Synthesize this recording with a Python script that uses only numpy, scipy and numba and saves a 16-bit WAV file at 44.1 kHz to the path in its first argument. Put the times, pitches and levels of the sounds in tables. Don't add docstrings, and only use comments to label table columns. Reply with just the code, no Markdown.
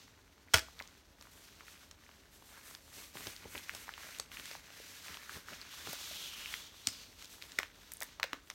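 import sys
import numpy as np
from scipy import signal
from scipy.fft import rfft, irfft
from scipy.io import wavfile
from numba import njit

SR = 44100
rng = np.random.default_rng(int(sys.argv[2]) if len(sys.argv) > 2 else 0)


def bounce(signal):
    frames = np.transpose(np.atleast_2d(signal))
    limited = np.clip(frames, -1, 1)
    pcm = np.round(limited * 32767).astype(np.int16)
    wavfile.write(sys.argv[1], SR, pcm)


N = 376613
TIME = np.arange(N) / SR
MILLISECOND = SR / 1000
LEAD = 96
CUTOFF_HZ = 15950

# sliding level/dB, loose folds/dB above sliding, dry sheen/dB above sliding
HOLDING = (-67, -2.0, -9.5)


def from_db(db):
    return 10 ** (np.asarray(db) / 20)


def rms_one(x):
    return x / np.sqrt(np.mean(x ** 2) + 1e-20)


def in_time(rows):
    s, *columns = np.transpose(rows)
    return [np.interp(TIME, s, c) for c in columns]


def coloured(x, points):
    size = 4096
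    hz, db = np.transpose(points)
    bins_hz = np.fft.rfftfreq(size, 1 / SR)
    gain = rms_one(from_db(np.interp(np.log(bins_hz + 1), np.log(hz), db)))
    cepstrum = irfft(np.log(gain))
    cepstrum[1:size // 2] *= 2
    cepstrum[size // 2 + 1:] = 0
    response = irfft(np.exp(rfft(cepstrum)))
    return signal.fftconvolve(x, response)[:len(x)]


def band(x, low_hz, high_hz):
    high_hz = min(high_hz, SR / 2 - 1000)
    low_hz = min(low_hz, high_hz - 100)
    return signal.sosfilt(signal.butter(2, [low_hz, high_hz], "band", fs=SR, output="sos"), x)


def around(x, hz, octaves):
    half = 2 ** (max(octaves, .2) / 2)
    return band(x, hz / half, hz * half)


def add(out, s, sound):
    at = round(s * SR)
    out[at:at + len(sound)] += sound[:N - at]


def at_level(sound, db):
    return from_db(db) * sound * np.sqrt(MILLISECOND / np.sum(sound ** 2))


def contact(flutter_s, flutter_db, build_s):
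    t = TIME[:2048] - TIME[LEAD]
    rise = t / max(build_s, 1 / SR)
    fall = -t / max(flutter_s, 1 / SR)
    swell = np.exp(np.minimum(rise, fall))
    kick = from_db(flutter_db) * rng.standard_normal(len(t)) * swell / np.sqrt(MILLISECOND)
    kick[LEAD] = 1
    return kick


def slips(per_s, spread_db):
    chance = np.clip(per_s / SR, 1 / SR, 1)
    sizes = from_db(spread_db * np.minimum(rng.exponential(1, N), 4)) * rng.choice([-1, 1], N)
    return rms_one(sizes * (rng.random(N) < chance) / np.sqrt(chance))


def snap(count=5):
    # t/s, relative level/dB
    blows = [(0.5376, -18), (0.5406, -11), (0.5433, -10), (0.5460, -14.5), (0.5516, -22.5)]
    # f/Hz, relative level per Hz/dB
    blow_colour = [(60, -9.5), (160, -12), (330, -5), (640, -12.5), (900, -10), (1450, -5), (1850, -6.5),
                   (2550, -5.5), (3300, -8.5), (4300, -8), (5600, -10), (8000, -14), (16000, -24)]
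    # f/Hz, relative level/dB, time to fall by 60 dB/s
    glove_modes = [(66.3, -45, 0.49), (82.6, -20.5, 0.088), (107, -27, .07), (264, -40.5, 0.1),
                   (330, -40.5, 0.088), (476, -29.5, .07), (646, -23, 0.078), (1446, -24.5, 0.092),
                   (1970, -33.5, 0.053), (2410, -33.5, .06), (2570, -22.5, 0.052), (3040, -17, 0.036),
                   (3330, -15, 0.029), (5460, -20.5, 0.033)]
    first_flap_s, flap_gap_s, flap_flutter_s = 0.556, 0.009, 0.0034
    flap_db, flap_loss_db = -19.5, 1.7
    out = np.zeros(N)
    hits = [(s, db, 0.0015) for s, db in blows]
    for k in range(count):
        flap_s = first_flap_s + flap_gap_s * (k + rng.normal(0, .05))
        hits.append((flap_s, flap_db - flap_loss_db * k + rng.normal(0, 1.2), flap_flutter_s))
    for s, db, flutter_s in hits:
        slap = coloured(contact(flutter_s, flutter_db=13.5, build_s=0.00038), blow_colour)
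        add(out, s - TIME[LEAD], at_level(slap, db - 2.7))
    t = TIME[:SR // 2]
    ring_s = blows[1][0]
    for k, (hz, db, t60) in enumerate(glove_modes):
        decay = np.exp(-np.log(1000) * t / t60)
        sign = (-1) ** k
        add(out, ring_s, sign * from_db(db - 3.0) * decay * np.sin(2 * np.pi * hz * t))
    return out


def pop(db, hz, octaves, flutter_s):
    kick = contact(flutter_s, flutter_db=0.5, build_s=0.00063)
    fold = at_level(around(kick, hz, octaves), db + 0.16)
    parting = contact(flutter_s, flutter_db=14.0, build_s=0.00004)
    crack = at_level(band(parting, 2740, 4670), db - 25.0)
    tick = at_level(band(parting, 12800, 16700), db - 19.0)
    return fold + crack + tick


def slaps():
    slap_hits = [(4.1992, -29.5, 5140, 1.2, 0.0011, -7.5, 0.012, -27),
                 (6.8718, -20, 5600, 1.3, 0.0014, -6, 0.014, -13),
                 (7.588, -18.5, 1670, 0.66, 0.00045, -6.5, .011, -14),
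                 (7.6317, -32, 1350, 2.6, 0.00042, -9, 0.0074, -16),
                 (8.024, -30.5, 1410, 2.3, 0.0016, -5.5, 0.0079, -11.5),
                 (8.1987, -32, 1070, 1.3, .001, -7, .01, -14),
                 (8.231, -20, 2480, 1.3, 0.00025, -17, .0085, -7.5),
                 (8.332, -27.5, 1370, 1.4, .0003, -8.5, 0.01, -14),
                 (8.5014, -34, 2720, 2.5, .0008, -5, 0.0095, -10)]
    echo_pitch, echo_octaves, echo_flutter_s = 0.57, 2.75, 0.0045
    skin_low_hz, skin_high_hz, skin_flutter_s = 700, 5500, 0.0019
    out = np.zeros(N)
    for s, db, hz, octaves, flutter_s, skin_db, echo_s, echo_db in slap_hits:
        skin = contact(skin_flutter_s, flutter_db=27.0, build_s=0.00028)
        smack = at_level(band(skin, skin_low_hz, skin_high_hz), db + skin_db)
        add(out, s - TIME[LEAD], pop(db, hz, octaves, flutter_s) + smack)
        echo = pop(db + echo_db, hz * echo_pitch, echo_octaves, echo_flutter_s)
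        add(out, s + echo_s - TIME[LEAD], echo)
    return out


def pops(folds_db):
    # t/s, relative level/dB, centre f/Hz, width/octaves
    big = [(0.485, -52, 2200, 0.41), (0.685, -46.5, 890, 1.1), (0.7923, -41, 2800, 1.4),
           (0.799, -44, 2220, 1.4), (0.8019, -34.5, 1760, 0.84), (0.8106, -39.5, 520, 3.4),
           (0.8238, -44, 4500, 1.1), (0.8757, -47.5, 5030, 0.8), (1.2117, -47, 4350, 0.95),
           (1.2247, -46, 3000, 3.4), (1.2706, -49, 1070, 1.0), (1.608, -44, 1600, 0.93),
           (1.6822, -45, 1980, 1.1), (1.9125, -43, 1800, 3.5), (2.0919, -48, 900, 3.1),
           (2.4235, -48.5, 800, 3.4), (2.576, -47.5, 960, 1.7), (2.75, -38.5, 2000, 2.5),
           (3.1549, -39, 510, 2.7), (3.172, -39.5, 1350, 1.7), (3.2074, -42.5, 1600, 2.6),
           (3.2705, -32.5, 1300, 4.1), (3.3643, -41.5, 4300, 0.8), (3.551, -37.5, 650, 3.2),
           (3.5556, -36, 1850, 1), (3.6947, -28.5, 2030, 1), (3.739, -43, 600, 3.8),
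           (3.7497, -36, 2500, 3.5), (3.881, -40.5, 900, 1.9), (3.8919, -33, 1230, 1.3),
           (3.9387, -39.5, 2430, 1.15), (3.979, -40, 1320, 1.1), (4.1866, -40, 4900, 1.8),
           (4.1982, -34, 1100, 4), (4.3173, -41, 1730, 1.1), (4.3708, -36, 2160, 0.69),
           (4.3977, -39, 2200, 1.2), (4.4565, -39, 3200, 2.8), (4.5132, -37.5, 1450, 3.2),
           (4.5522, -38.5, 1120, 1.3), (4.704, -46, 760, 4), (5.083, -38.5, 2000, 1.2),
           (5.1713, -38.5, 1700, 1.9), (5.2333, -44, 2000, 0.8), (5.2943, -36, 1460, 0.5),
           (5.4852, -38, 1490, 0.47), (5.504, -44, 1500, 1.0), (5.531, -43, 1050, 1.7),
           (5.615, -39.5, 4450, 0.35), (5.8724, -35.5, 890, 3.3), (5.9302, -33.5, 2320, 6.2),
           (6.459, -34, 2460, 0.45), (6.5403, -29, 2220, 1.43), (7.2248, -42, 2150, 3.1),
           (7.2457, -43, 3600, 2.3), (7.2562, -45, 5330, 0.81), (7.4168, -47, 2190, 0.87),
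           (7.4237, -37, 3020, 1), (7.439, -45.5, 1330, 3.0), (7.5199, -41.5, 3150, 2.1),
           (7.9192, -36, 4500, 5.4), (7.9367, -35, 11000, 0.81), (7.9703, -43, 9200, 0.85),
           (8.0055, -37, 7900, 1.7), (8.014, -37, 900, 2.9), (8.0197, -34.5, 8500, 1.9),
           (8.0321, -32.5, 10000, 1.2), (8.0424, -47, 10000, 1.1)]
    small_per_s, small_octaves = 22.0, 1.5
    small_low_hz, small_high_hz = 900, 2300
    small_db, follow, spread_db = -58, 0.5, 2.5
    flutter_s_per_octave = 0.00062
    out = np.zeros(N)
    draws = rng.random((400, 3))
    moments = np.cumsum(-np.log(1 - draws[:, 0])) / small_per_s
    small = []
    for s, (_, size, pitch) in zip(moments, draws):
        if TIME[LEAD] < s < TIME[-1]:
            rise_db = follow * (folds_db[int(s * SR)] - folds_db.min())
            db = small_db + rise_db + spread_db * (2 * size - 1)
            hz = small_low_hz * (small_high_hz / small_low_hz) ** pitch
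            small.append((s, db, hz, small_octaves))
    for s, db, hz, octaves in list(big) + small:
        add(out, s - TIME[LEAD], pop(db, hz, octaves, flutter_s_per_octave * octaves))
    return out


def hands():
    # start t/s, length/s, relative sliding level/dB,
    # loose folds/dB above sliding, dry sheen/dB above sliding
    strokes = [(-0.03, 0.055, -55.5, -13, -18), (0.494, .21, -58, -4.5, -13),
               (0.746, 0.083, -59.5, -1.5, -8), (0.86, 0.13, -64, -5, -11), (1.18, 0.091, -64, 0, -3),
               (1.29, 0.14, -61.5, -9, -1.5), (1.41, .22, -59.5, -4.5, -10),
               (1.645, 0.083, -55.5, -5, -5.5), (1.775, 0.064, -59, -3, -7), (1.985, .22, -64.5, 0, -8),
               (2.302, 0.059, -60.5, -5, -1), (2.42, 0.089, -61, -6, 0), (2.504, 0.091, -59, 4.5, -3.5),
               (2.63, 0.076, -54.5, -0.5, 0.5), (2.797, 0.146, -61.5, -7, -2.5),
               (2.917, .12, -51, -8, -2.5), (3.128, 0.102, -51.5, -1.5, -1.5), (3.21, 0.096, -50, -4, -2.5),
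               (3.34, 0.13, -57.5, 0, -8.5), (3.48, 0.069, -54.5, -1, 0.5), (3.531, 0.035, -49, 1, -2.5),
               (3.606, 0.12, -53.5, -4.5, -8), (3.717, .11, -52.5, -1, -2.5), (3.84, .13, -56, -4, -18),
               (3.964, 0.2, -52, 0.5, -5.5), (4.299, .11, -51.5, -0.5, -5), (4.425, 0.11, -48, -9, -8.5),
               (4.625, 0.11, -57, -2, -11), (4.721, 0.33, -52, -11.5, -7), (5.026, 0.12, -50.5, 0, -7.5),
               (5.162, 0.14, -56, 0.5, -7), (5.277, 0.081, -49, -2, -6), (5.454, 0.1, -50, -1, -10),
               (5.56, 0.18, -54.5, -1, -14), (5.694, 0.18, -50, -2.5, -6), (5.836, .11, -45, -4, -8),
               (5.957, 0.317, -45, -10.5, -8.5), (6.29, 0.21, -48, -4, -8), (6.475, 0.1, -47, -6.5, -6),
               (6.577, 0.089, -52, -9, -20), (6.709, 0.22, -56, -10, -8.5),
               (6.841, 0.19, -51.5, -11.5, -14), (7.06, .1, -62.5, -8, -6), (7.163, 0.071, -52.5, -8, -10),
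               (7.275, 0.069, -54, -11, -4), (7.386, 0.078, -57, -2, -4), (7.467, 0.18, -56.5, -4, -11),
               (7.72, 0.25, -60, -4.5, -8.5), (7.986, 0.14, -58.5, -2.5, -19), (8.211, 0.15, -62.5, 4, -23),
               (8.427, .12, -69, -4.5, 2)]
    slack_s, attack_s, release_s = 0.016, 0.011, 0.056

    def three_levels(slide_db, folds_db, sheen_db):
        return from_db(slide_db + np.array([[0], [folds_db], [sheen_db]]))

    power = np.ones(N) * three_levels(*HOLDING) ** 2
    for s, length_s, slide_db, folds_db, sheen_db in strokes:
        near = slice(max(int(s * SR) - SR // 10, 0), int((s + 1) * SR))
        t = TIME[near] - s
        swell = (1 + np.tanh((t - slack_s) / (2 * attack_s))) / 2
        envelope = swell * np.exp(-np.maximum(t - length_s, 0) / release_s)
        power[:, near] += (envelope * three_levels(slide_db, folds_db, sheen_db)) ** 2
    return 10 * np.log10(power)


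def grip(per_s):
    smooth = signal.butter(2, per_s, fs=SR, output="sos")
    return rms_one(signal.sosfilt(smooth, rng.standard_normal(N)))


def crinkles(per_s, count=7):
    centres = np.geomspace(1100, 3200, count)
    return rms_one(sum(band(slips(per_s / count, spread_db=5.0), hz / 1.26, hz * 1.18) for hz in centres))


def rubbing(slide_db, folds_db, sheen_db, catch_db):
    # f/Hz, relative level per Hz/dB
    slide_colour = [(400, -18.5), (800, -13), (1250, -8), (1700, -12), (2500, -0.5), (3600, 0.5),
                    (4400, 0.5), (5000, -1.5), (6200, -0.5), (8000, -10), (11000, -14.5)]
    folds_colour = [(400, -11), (780, -10), (1100, -1), (1550, 3.5), (2200, 2), (2900, -14.5),
                    (5000, -21.5)]
    sheen_colour = [(5000, -6.5), (7500, 1.5), (9000, 1), (12500, 1.5), (15800, -7.5)]
    speed = from_db((slide_db - slide_db.max()) / 2)
    level_db = slide_db + catch_db * grip(34)
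    slide = from_db(level_db - 0.17) * coloured(slips(20000 * speed, spread_db=2.0), slide_colour)
    fine_slips = slips(35000 * speed, spread_db=2.5)
    sheen = from_db(level_db + sheen_db + 2.5) * coloured(fine_slips, sheen_colour)
    wrinkles = coloured(slips(3000 * speed, spread_db=3.0), folds_colour)
    wrinkles = wrinkles + from_db(-5.5) * crinkles(per_s=120)
    wrinkle_level = from_db(level_db + folds_db - 3.0 + catch_db * grip(60))
    return slide + sheen + wrinkle_level * wrinkles


@njit
def moving_resonance(x, angle, r):
    y = np.zeros(len(x))
    for i in range(2, len(x)):
        y[i] = x[i] - x[i - 2] + 2 * r * np.cos(angle[i]) * y[i - 1] - r * r * y[i - 2]
    return y


def cuff(slide_db, width_hz):
    # t/s, f/Hz, level before trim/dB above sliding
    cuff_curve = [(2.9, 2160, -14), (3.3, 2150, -7), (4.55, 2170, -7), (4.9, 1700, -9.5), (5.55, 1490, -9),
                  (5.75, 3500, -6), (5.92, 3530, -14), (6.22, 3380, -2.5), (6.4, 2750, -1), (6.6, 3400, -6),
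                  (6.83, 3500, -6), (6.9, 5200, -3), (7.02, 4400, -8), (7.15, 3600, -11)]
    hz, db = in_time(cuff_curve)
    angle = 2 * np.pi * hz / SR
    r = np.exp(-np.pi * width_hz / SR)
    once = moving_resonance(slips(5000, spread_db=4.5), angle, r)
    sung = moving_resonance(once, angle, r)
    return from_db(slide_db + db - 2.5) * rms_one(sung) * (TIME > cuff_curve[0][0])


def pockets(sag, sag_s):
    # t/s, relative level/dB, starting f/Hz, time to fall by 60 dB/s
    pocket_notes = [(0.8055, -48, 1400, 0.074), (3.275, -44, 330, 0.037), (3.455, -43, 523, 0.021),
                    (4.801, -42, 523, 0.017), (5.89, -42, 193, 0.055), (5.932, -35, 676, 0.015),
                    (6.112, -43.5, 710, 0.027), (6.872, -48, 132, 0.12), (6.874, -40.5, 290, 0.04),
                    (7.59, -33.5, 447, 0.016), (8.24, -38.5, 633, 0.065), (8.332, -37.5, 347, 0.028)]
    out, t = np.zeros(N), TIME[:SR // 6]
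    for s, db, hz, t60 in pocket_notes:
        pitch = hz * (1 - sag * (1 - np.exp(-t / sag_s)))
        decay = np.exp(-np.log(1000) * t / t60)
        add(out, s, from_db(db) * decay * np.sin(2 * np.pi * np.cumsum(pitch) / SR))
    return out


def sleeves(slide_db):
    # f/Hz, relative level per Hz/dB
    cloth_colour = [(25, -30), (45, -11), (75, 4.5), (130, -0.5), (230, 0), (460, -3.5), (650, -7.5),
                    (1000, -9.5), (2500, -47.5)]
    # t/s, relative level/dB
    tugs = [(1.36, -65), (1.92, -65), (2.98, -58.5), (3.165, -52.5), (3.21, -55), (3.275, -51),
            (3.458, -51.5), (3.56, -51.5), (3.745, -56.5), (4.05, -58.5), (4.2, -57.5), (4.4, -57),
            (5.1, -58), (5.369, -50.5), (5.52, -51.5), (5.885, -49.5)]
    held_db, follow = -68.5, 0.15
    tug_s = 0.012
    level = from_db(held_db + follow * (slide_db - HOLDING[0]))
    for s, db in tugs:
        level = np.hypot(level, from_db(db) / (1 + ((TIME - s) / tug_s) ** 2))
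    return level * coloured(slips(2500, spread_db=3.5), cloth_colour)


def still_air():
    # f/Hz, relative level per Hz/dB
    air_colour = [(15, -66.5), (28, -35.5), (38, 11.5), (55, 4.5), (78, 4), (110, -6), (170, -21),
                  (400, -20.5), (1500, -14), (4000, -28), (8000, -34), (16000, -40.5)]
    return from_db(-68.0) * coloured(rng.standard_normal(N), air_colour)


def room(x, echo_s, echo_db, tail_db, build_s):
    # centre f/Hz, relative level/dB, time to fall by 60 dB/s
    tail_bands = [(122, -12, 0.28), (340, -3, 0.31), (1060, -3, 0.22), (2800, -6.5, 0.27), (6540, -3, 0.23),
                  (13000, -2.5, 0.21)]
    t = TIME[:SR * 2 // 3]
    centres = np.array(tail_bands)[:, 0]
    edges = np.r_[centres[0] / 2, np.sqrt(centres[1:] * centres[:-1]), CUTOFF_HZ]
    response = np.zeros(len(t))
    for (hz, db, t60), low, high in zip(tail_bands, edges, edges[1:]):
        noise = band(rng.standard_normal(len(t)), low, high)
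        response += from_db(db) * noise * np.exp(-np.log(1000) * t / t60)
    response *= 1 - np.exp(-t / build_s)
    response *= from_db(tail_db) / np.sqrt(np.sum(response ** 2))
    response[round(echo_s * SR)] += from_db(echo_db)
    return x + signal.fftconvolve(x, response)[:N]


def scene():
    slide_db, folds_db, sheen_db = hands()
    rubbed = rubbing(slide_db - 3.5, folds_db - slide_db, sheen_db - slide_db, catch_db=1.01)
    sung = cuff(slide_db, width_hz=900)
    glove = rubbed + sung + snap() + slaps() + pockets(sag=0.25, sag_s=0.0061) + pops(folds_db)
    cloth = sleeves(slide_db)
    in_room = room(glove + cloth, echo_s=.0103, echo_db=-32.0, tail_db=-14, build_s=0.0021)
    return (in_room + still_air())[None]


def record(dry, notch_hz=10400, notch_width_hz=1900, notch_share=0.35, bass_cut_hz=42):
    thinned = signal.sosfilt(signal.butter(3, bass_cut_hz, "high", fs=SR, output="sos"), dry)
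    b, a = signal.iirnotch(notch_hz, notch_hz / notch_width_hz, fs=SR)
    notched = signal.lfilter(b, a, thinned)
    dipped = thinned + np.clip(notch_share, 0, 1) * (notched - thinned)
    return signal.sosfilt(signal.ellip(10, .2, 70, CUTOFF_HZ, fs=SR, output="sos"), dipped)


dry = scene()
out = record(dry)
bounce(out)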